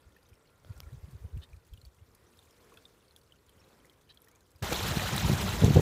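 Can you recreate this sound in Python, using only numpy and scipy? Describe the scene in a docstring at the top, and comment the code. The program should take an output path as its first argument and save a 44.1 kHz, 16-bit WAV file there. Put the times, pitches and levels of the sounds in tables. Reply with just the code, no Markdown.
"""Pond and gap at a stick dam

From the bank of a still pond: distant water murmurs and hisses, drops tick and ring as bubbles among
the sticks, a twig cracks, far birds whistle faintly and wind thuds on the microphone. Then, all at
once, the microphone is close to the gap, where water rushes, fizzes and gurgles under stronger gusts."""
import sys
import numpy as np
from scipy import signal
from scipy.fft import rfft, irfft, next_fast_len
from scipy.io import wavfile
from scipy.ndimage import uniform_filter1d, map_coordinates

SR = 44100
rng = np.random.default_rng(int(sys.argv[2]) if len(sys.argv) > 2 else 0)


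def transcribe(u):
    """Save the signal u as a 16-bit wav file named by the first command-line argument.

    u: samples, shape (n,) or (channels, n), limited to [-1, 1]; the rate is SR.
    q: integer samples, one column per channel.
    """
    v = np.clip(np.atleast_2d(u).T, -1, 1)
    q = np.round(v * 32767).astype(np.int16)
    wavfile.write(sys.argv[1], SR, q)


N = 256209
TIME_S = np.arange(N) / SR
NEAR_S = 4.6235  # from here on the microphone is at the gap

# Water through the gap, close up: frequency_hz, density_db
RUSH_SPECTRUM = [(150, -5.5), (250, -11.5), (308, -2.5), (435, -7), (564, -5.5), (2210, -11.5), (4050, -10),
                 (4650, -14), (7290, -14.5), (8970, -21), (14600, -19), (15600, -28)]
# Splashes in the rush: centre_s, width_s, swell_db
RUSH_SURGES = [(4.727, 0.0076, 9), (5.17, 0.022, 1), (5.746, 0.0037, 5.5)]
# Hollow gurgles in the gap that ring on: start_s, level_db, pitch_hz, life_cycles
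HOLLOW_GURGLES = [(4.713, -27, 491, 14.5), (4.722, -26, 817, 10), (5.029, -25.5, 718, 8.4),
                  (5.245, -27.5, 925, 15), (5.41, -37.5, 2960, 47), (5.48, -29.5, 1340, 18),
                  (5.526, -35.5, 2760, 60)]
# Drops that stand out: start_s, bubble_db, pitch_hz, tick_db
CLEAR_DROPS = [(.164, -53.5, 1850, -72), (0.168, -54, 2620, -68), (0.331, -58, 2417, -70.5),
               (.7657, -56, 5680, -68), (.7779, -54, 7700, -55), (.832, -49, 2330, -60),
               (.8655, -54, 1390, -70), (0.889, -57, 1780, -74), (1.375, -48, 2780, -54),
               (1.5313, -51.5, 2380, -71), (1.736, -51, 3260, -51), (1.775, -50.5, 2940, -60),
               (1.815, -52.5, 4300, -57), (1.851, -47.5, 4570, -55), (1.739, -53, 2700, -70),
               (2.149, -65, 9500, -50.5), (2.336, -53, 2740, -64), (2.3905, -48.5, 3720, -56),
               (2.509, -56, 5470, -57), (2.72, -50, 1130, -69), (2.7404, -55, 2607, -56),
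               (2.7723, -45.5, 2660, -61), (2.775, -50.5, 1530, -72), (2.773, -48.5, 3380, -66),
               (2.854, -42.5, 3660, -57), (3.082, -57, 4540, -68), (3.1093, -54.5, 4220, -72),
               (3.1626, -49, 3340, -49), (3.214, -58, 4540, -60), (3.3222, -46.5, 3090, -61),
               (3.337, -62, 1440, -72), (3.4937, -55, 3200, -55), (3.616, -57, 2600, -70),
               (3.642, -60, 3930, -70), (3.801, -58, 3170, -72), (3.8475, -52, 2040, -63),
               (3.854, -62, 6800, -54.5), (3.897, -50, 3250, -59), (4.091, -54, 2600, -65),
               (4.1735, -48, 3300, -62), (4.219, -47.5, 11540, -59), (4.245, -60, 5470, -55),
               (4.274, -55, 1900, -66), (4.284, -58, 6440, -52), (4.3138, -59, 6500, -55),
               (4.351, -59, 8100, -57), (4.3582, -53, 6500, -58), (4.407, -58, 7040, -58),
               (4.516, -62, 7200, -57.5), (4.56, -58, 4870, -59), (4.707, -27, 2420, -37),
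               (4.7266, -26, 2400, -42), (4.729, -30, 3930, -34), (4.743, -23, 3430, -36),
               (4.762, -23, 4100, -40), (4.803, -26, 2480, -50), (4.829, -25, 4240, -43),
               (4.87, -31, 3500, -34), (4.886, -30, 4200, -41), (4.925, -24, 1550, -45),
               (4.9965, -20, 1930, -43), (4.9965, -23, 2450, -45), (5.163, -40, 9000, -29.5),
               (5.1797, -19.5, 3830, -29), (5.4126, -26, 4930, -30), (5.489, -28, 3180, -45),
               (5.491, -25, 3940, -45), (5.527, -30, 3330, -43), (5.6454, -21, 6540, -32)]
# Short chattering strings of drops: start_s, length_s, level_db, upper_pitch_ratio
DRIBBLE_RUNS = [(1.415, .031, -60.5, 0.93), (4.091, .028, -60.5, 1.01)]
# Pockets among the sticks that a dribble rings: pitch_hz, gain_db, life_cycles
POCKET_MODES = [(1320, -18.5, 11), (1830, -9.5, 14), (3090, -4.5, 25), (3860, 1.5, 27), (4360, -6.5, 20),
                (9000, -4.5, 4.2)]
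# Wind eddies on the microphone: centre_s, level_db, swing_hz
EDDIES = [(.071, -49.5, 67), (0.327, -46.5, 77), (.708, -33, 98), (0.772, -40.5, 66.5), (.835, -42.5, 69),
          (.873, -38, 68), (0.931, -36.5, 111), (0.947, -39, 114), (.98, -43.5, 70.6), (1.042, -35, 79),
          (1.085, -43, 151), (1.136, -41, 120), (1.154, -36, 77), (1.221, -41, 64), (1.251, -31.5, 86.2),
          (1.349, -29.5, 61.6), (1.37, -32, 109), (1.391, -34.5, 72), (1.54, -40, 65.9), (1.573, -46, 73),
          (1.729, -38, 53.6), (1.78, -48, 90), (1.839, -49, 99), (1.872, -42.5, 59.7), (2.024, -46, 92),
          (4.56, -52.5, 80), (4.631, -25.5, 103), (4.914, -27.5, 124), (4.972, -18.5, 168),
          (5.132, -26, 134), (5.25, -20.5, 136), (5.298, -15, 150), (5.318, -18, 177), (5.333, -18, 127),
          (5.625, -15.5, 148), (5.644, -10.5, 104), (5.664, -16, 181), (5.681, -15, 128),
          (5.694, -20.5, 197), (5.708, -14, 140), (5.758, -14, 170), (5.762, -13, 356), (5.771, -9.5, 94),
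          (5.792, -13, 130), (5.797, -16.5, 420)]
# Wind rumble at the gap: frequency_hz, density_db
RUMBLE_SPECTRUM = [(15, -45), (25, -23), (59, 4.5), (82, 5), (146, -2), (199, -1), (292, -16.5),
                   (400, -17.5), (520, -29), (880, -120)]
# Cracks of a dry twig: start_s, level_db, tilt_db_per_octave
TWIG_CRACKS = [(0.648, -55, -7), (0.8037, -40.5, 3.3)]
# Resonances of that twig: pitch_hz, gain_db, t60_s
TWIG_MODES = [(606, -12, 0.012), (1369, -4.5, 0.01), (3290, 1.5, 0.005), (5100, 6.5, 0.0017),
              (11900, -7, 0.0028)]
# Twigs brushing together: time_s, level_db
BRUSHING_LEVEL = [(.66, -76), (.69, -66), (.77, -66.5), (.79, -74), (.9, -71), (1, -85)]
# Distant flow, driving both murmur and hiss: time_s, level_db
FAR_FLOW = [(0, -69.5), (.6, -71), (.72, -65.5), (1.05, -67), (1.65, -70), (2.1, -69.5), (2.35, -65.5),
            (2.75, -64), (3.35, -71), (3.7, -66), (4.1, -71.5), (4.6, -69.5)]
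# Low murmur of the distant water: frequency_hz, density_db
MURMUR_SPECTRUM = [(88, -34), (150, -0.5), (235, -2), (475, 0.5), (700, -9.5), (1020, -7), (2500, -16.5),
                   (3250, -27.5), (5500, -120)]
# Hiss of the distant water: frequency_hz, density_db
HISS_SPECTRUM = [(710, -4.5), (1200, -18), (2570, -8), (3280, -2), (5150, -5), (12800, -9), (15500, -13)]
# Light air at the pond: frequency_hz, density_db
BREEZE_SPECTRUM = [(30, -6.5), (80, 1), (140, -6), (220, -24.5), (400, -42.5)]
# Moments when the breeze freshens: start_s, hold_s, swell_db
BREEZE_BLOWS = [(0.652, 0.79, 12), (1.492, 0.062, 9.5), (1.698, 0.15, 6), (1.98, 0.21, 2.5)]
# Far birds, one list of points per whistle: time_s, pitch_hz, level_db
BIRD_CALLS = [
    [(3.584, 5300, -78), (3.597, 5700, -73), (3.617, 5150, -72)],
    [(4.28, 1850, -84), (4.3, 1980, -81), (4.33, 2220, -74), (4.375, 2500, -82)],
]


def rush():
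    """Water pours through the gap, close up: patchy noise and a fizz of bubbles share one colour."""
    crest_s, crest_db, sag_db_per_s2 = 5.115, -35.5, 6
    near = slice(round(NEAR_S * SR), N)
    cloud = swarm(2600, NEAR_S - 0.02, N / SR, db=0, spread_db=2, hz=2801, octaves=1.3, cycles=7.87)
    fizz = bubbles(*cloud, rise=0.159)
    sheet = patchy(3, bins=8, frames=4) * amp(1.56 * wobble(50))
    water = coloured(sheet + amp(-3.5) * fizz / np.std(fizz[near]), RUSH_SPECTRUM)
    flow_db = crest_db - sag_db_per_s2 * (TIME_S - crest_s) ** 2
    surge_db = sum(db * np.exp(-((TIME_S - s) / width) ** 2) for s, width, db in RUSH_SURGES)
    return amp(flow_db + surge_db) * water / np.std(water[near])


def gurgles():
    """Hollow bubbles sound under the rush; a few louder ones ring on."""
    cloud = swarm(130, NEAR_S, N / SR, db=-45.5, spread_db=2, hz=1304, octaves=0.917, cycles=16)
    soft = bubbles(*cloud, rise=0.06, samples=1500, onset_cycles=0.69)
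    return soft + bubbles(*np.transpose(HOLLOW_GURGLES), rise=0.017, samples=2200, onset_cycles=2.1)


def drops():
    """Each drop lands with a tick and traps a bubble, after a short splat near its pitch."""
    s, db, hz, tick_db = np.transpose(CLEAR_DROPS)
    lead, detune, linger = rng.standard_normal((len(s), 3)).T
    life_share = np.where(s > NEAR_S, 0.42, 1)  # bubbles die sooner in the churning gap
    cycles = 18.5 * (hz / 3000) ** 0.34 * life_share * np.exp(0.1 * linger)
    splat_hz = 1.11 * hz * np.exp(0.093 * detune)
    splat = bubbles(s - 0.0005 * abs(lead), db - 3, splat_hz, 0.44 * cycles, rise=-0.064, onset_cycles=1.5)
    ring = bubbles(s, db, hz, cycles, rise=-0.015, onset_cycles=0.85)
    return ring + splat + spray(s, tick_db, fade_s=0.0022)


def thicket(x):
    """The tangle of sticks scatters each drop into a short soft tail."""
    t, t60_s = np.arange(2000) / SR, 0.032
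    tail = rng.standard_normal(len(t)) * amp(-60 * t / t60_s)
    return x + amp(-4.5) * signal.fftconvolve(x, tail / np.linalg.norm(tail))[:N]


def gusts():
    """Each eddy sucks the microphone's diaphragm out and lets it swing; hard ones turn sharp and rasp."""
    out, t = np.zeros(N + 2 * SR), np.arange(-SR // 8, SR // 8) / SR
    width_cycles = 1.47
    rasp_spectrum = [(20, -24), (100, 8.5), (250, -5.5), (480, -3.5), (750, -15), (1300, -39), (3000, -88)]
    for s, db, hz in EDDIES:
        envelope = amp(db) * np.exp(-2.8 * (t * hz / width_cycles) ** 2)
        hardness = amp(-11.5 + 1.03 * (db + 15.5))
        phase = 2 * np.pi * hz * t * (1 + rng.normal(0, 10.4) * t) + rng.normal(0, 0.61)
        phase += (0.17 + 0.73 * hardness) * np.sin(phase)  # steep flanks add overtones
        rasp = hardness * coloured(rng.standard_normal(len(t)), rasp_spectrum)
        out[round(s * SR) + SR - SR // 8:][:len(t)] += envelope * (rasp - np.cos(phase))
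    return out[SR:SR + N]


def rumble():
    """Low, fluttering wind on the microphone at the gap, growing all the while."""
    arrival_db, growth_db_per_s = -39, 8.5
    air = amp(2.3 * wobble(28)) * coloured(rng.standard_normal(N), RUMBLE_SPECTRUM)
    return amp(arrival_db + growth_db_per_s * (TIME_S - NEAR_S)) * unit(air)


def twigs():
    """Each crack rings the twig's modes; brushing twigs add a soft, narrow noise."""
    out, t = np.zeros(N), np.arange(2000) / SR
    for s, db, tilt_db in TWIG_CRACKS:
        for hz, gain_db, t60_s in TWIG_MODES:
            mode_db = db + gain_db + tilt_db * np.log2(hz / 3000) + rng.normal(0, 2.9)
            out[round(s * SR):][:len(t)] += amp(mode_db - 60 * t / t60_s) * np.sin(2 * np.pi * hz * t)
    brushing = coloured(patchy(3, bins=2, frames=8), [
        (300, -28), (500, -3), (900, -9), (1240, -13), (1390, 3), (1580, -14), (2000, -11.5), (4000, -39)])
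    return out + amp(curves(BRUSHING_LEVEL)[0]) * brushing


def dribbles():
    """A quick uneven string of drops rings the same few pockets and blurs into a rough chirr."""
    out, count = np.zeros(N), 24
    for start, length, db, upper_ratio in DRIBBLE_RUNS:
        lag, size = rng.random((count, 2)).T
        s = start + length * (np.arange(count) + 0.91 + 0.64 * lag) / 21
        drop_db = db + 9 * size - 30 * ((s - start) / length - 0.55) ** 2  # the string swells and tapers
        for hz, gain_db, cycles in POCKET_MODES:
            pitch = hz * (upper_ratio if hz > 3500 else 1) * np.exp(0.012 * rng.standard_normal(count))
            out += bubbles(s, drop_db + gain_db, pitch, np.full(count, cycles), rise=0.03)
    return out


def trickle():
    """Many faint drops ring as bubbles among the twigs; one in four also ticks."""
    s, db, hz, cycles = swarm(420, 0, NEAR_S, db=-67, spread_db=3, hz=3304, octaves=0.85, cycles=12.3)
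    return bubbles(s, db, hz, cycles, rise=0.032) + spray(s[::4], db[::4] - 5.5, fade_s=0.0063)


def far_water():
    """Running water heard from a distance: murmur and hiss rise and fall with one flow."""
    flow_db, = curves(FAR_FLOW)
    murmur_db = flow_db + 1 + 1.6 * wobble(4.9)
    hiss_db = -74.5 + 0.96 * (flow_db + 69)
    murmur = amp(murmur_db) * coloured(patchy(0.99, bins=2, frames=20), MURMUR_SPECTRUM)
    return murmur + amp(hiss_db) * coloured(patchy(2.8, bins=8, frames=6), HISS_SPECTRUM)


def breeze():
    """Light air on the microphone at the pond, freshening in short blows."""
    lull_db, edge_s = -68, 0.029
    blow_db = sum(db * np.clip(np.minimum(TIME_S - s, s + hold - TIME_S) / edge_s + 1, 0, 1)
                  for s, hold, db in BREEZE_BLOWS)
    air = amp(1.5 * wobble(18)) * coloured(rng.standard_normal(N), BREEZE_SPECTRUM)
    return amp(lull_db + blow_db) * unit(air)


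def birds():
    """Faint, unsteady whistles from far off: a short arch, later a slow rise."""
    out = np.zeros(N)
    for call in BIRD_CALLS:
        hz, db = curves(call)
        phase = 2 * np.pi * np.cumsum(hz * (1 + 0.0147 * wobble(200))) / SR
        singing = (TIME_S > call[0][0]) & (TIME_S < call[-1][0])
        out += singing * amp(db + 4.5 * wobble(110)) * np.sin(phase)
    return out


def bubbles(s, db, hz, cycles, rise, samples=600, onset_cycles=0.16):
    """Trapped air rings as damped sines, 20 dB down after `cycles`; `rise` sets the pitch glide."""
    turns = hz[:, None] * (np.arange(samples) / SR)
    life = turns / np.maximum(cycles, 1)[:, None]
    wave = np.sin(2 * np.pi * turns * (1 + rise * np.minimum(life, 1.5)))
    wave *= amp(db)[:, None] * np.exp(-2.3 * life) * (1 - np.exp(-turns / onset_cycles))
    at = (s * SR).astype(int)[:, None] + np.arange(samples)
    return np.bincount(at.ravel(), wave.ravel(), N + samples)[:N]


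def swarm(count, start_s, stop_s, db, spread_db, hz, octaves, cycles):
    """Bubbles at random moments, few of them loud: start_s, level_db, pitch_hz, life_cycles."""
    moment, faintness = rng.random((count, 2)).T
    detune, linger = rng.standard_normal((count, 2)).T
    pitch = np.clip(hz * 2 ** (octaves * detune), 400, 14000)
    level_db = db - spread_db * np.log(faintness + 0.062) + 3 * np.log2(pitch / hz)
    return start_s + (stop_s - start_s) * moment, level_db, pitch, cycles * np.exp(0.51 * linger)


def spray(s, db, fade_s):
    """A short tick of treble noise where each drop lands; each has its own colour."""
    landings = np.bincount((s * SR).astype(int), amp(db), N)[:N]
    t = np.arange(800) / SR
    envelope = signal.fftconvolve(landings, (1 - np.exp(-t / 0.00065)) * np.exp(-t / fade_s))[:N]
    noise = patchy(2.6, bins=10, frames=3)
    return envelope * coloured(noise, [(3000, -8.5), (6500, -4), (11000, -3.5), (16000, -6.5)])


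def patchy(depth_db, bins, frames):
    """White noise with patches of random gain in time and frequency."""
    cells = signal.stft(rng.standard_normal(N + 256), nperseg=256)[2]
    patches = uniform_filter1d(uniform_filter1d(rng.standard_normal(cells.shape), bins, 0), frames, 1)
    return signal.istft(cells * amp(depth_db * unit(patches)), nperseg=256)[1][:N]


def coloured(x, spectrum):
    """x shaped by (frequency_hz, gain_db) points on a log axis, brought to rms 1."""
    size = next_fast_len(len(x) + 8192)
    hz, db = np.transpose(spectrum)
    gain = amp(np.interp(np.log(np.fft.rfftfreq(size, 1 / SR) + 1), np.log(hz + 1), db))
    return unit(irfft(rfft(x, size) * gain, size)[:len(x)])


def wobble(rate):
    """A smooth random curve, `rate` knots a second."""
    return map_coordinates(rng.standard_normal(int(N * rate / SR) + 4), [TIME_S * rate])


def curves(rows):
    """One value per sample for each column after the time."""
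    s, *columns = np.transpose(rows)
    return [np.interp(TIME_S, s, column) for column in columns]


def amp(db):
    return 10 ** (np.asarray(db) / 20)


def unit(x):
    return x / np.sqrt(np.mean(x ** 2) + 1e-20)


def scene():
    """One microphone, first by the pond, then abruptly at the gap; drops and gusts sound in both places."""
    close = np.clip((TIME_S - NEAR_S) / 0.00079, 0, 1)
    pond = far_water() + breeze() + trickle() + dribbles() + twigs() + birds()
    gap = rush() + rumble() + gurgles()
    return ((1 - close) * pond + close * gap + thicket(drops()) + gusts())[None]


def record(dry):
    """The microphone loses the deepest bass; the recorder keeps nothing above its band limit."""
    bass_hz, top_hz = 30, 15600
    size = next_fast_len(N + 8192)
    hz = np.fft.rfftfreq(size, 1 / SR)
    bass_cut = (1j * hz / (1j * hz + bass_hz)) ** 2
    return irfft(rfft(dry, size) * bass_cut * (hz < top_hz), size)[:, :N]


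dry = scene()
out = record(dry)
transcribe(out)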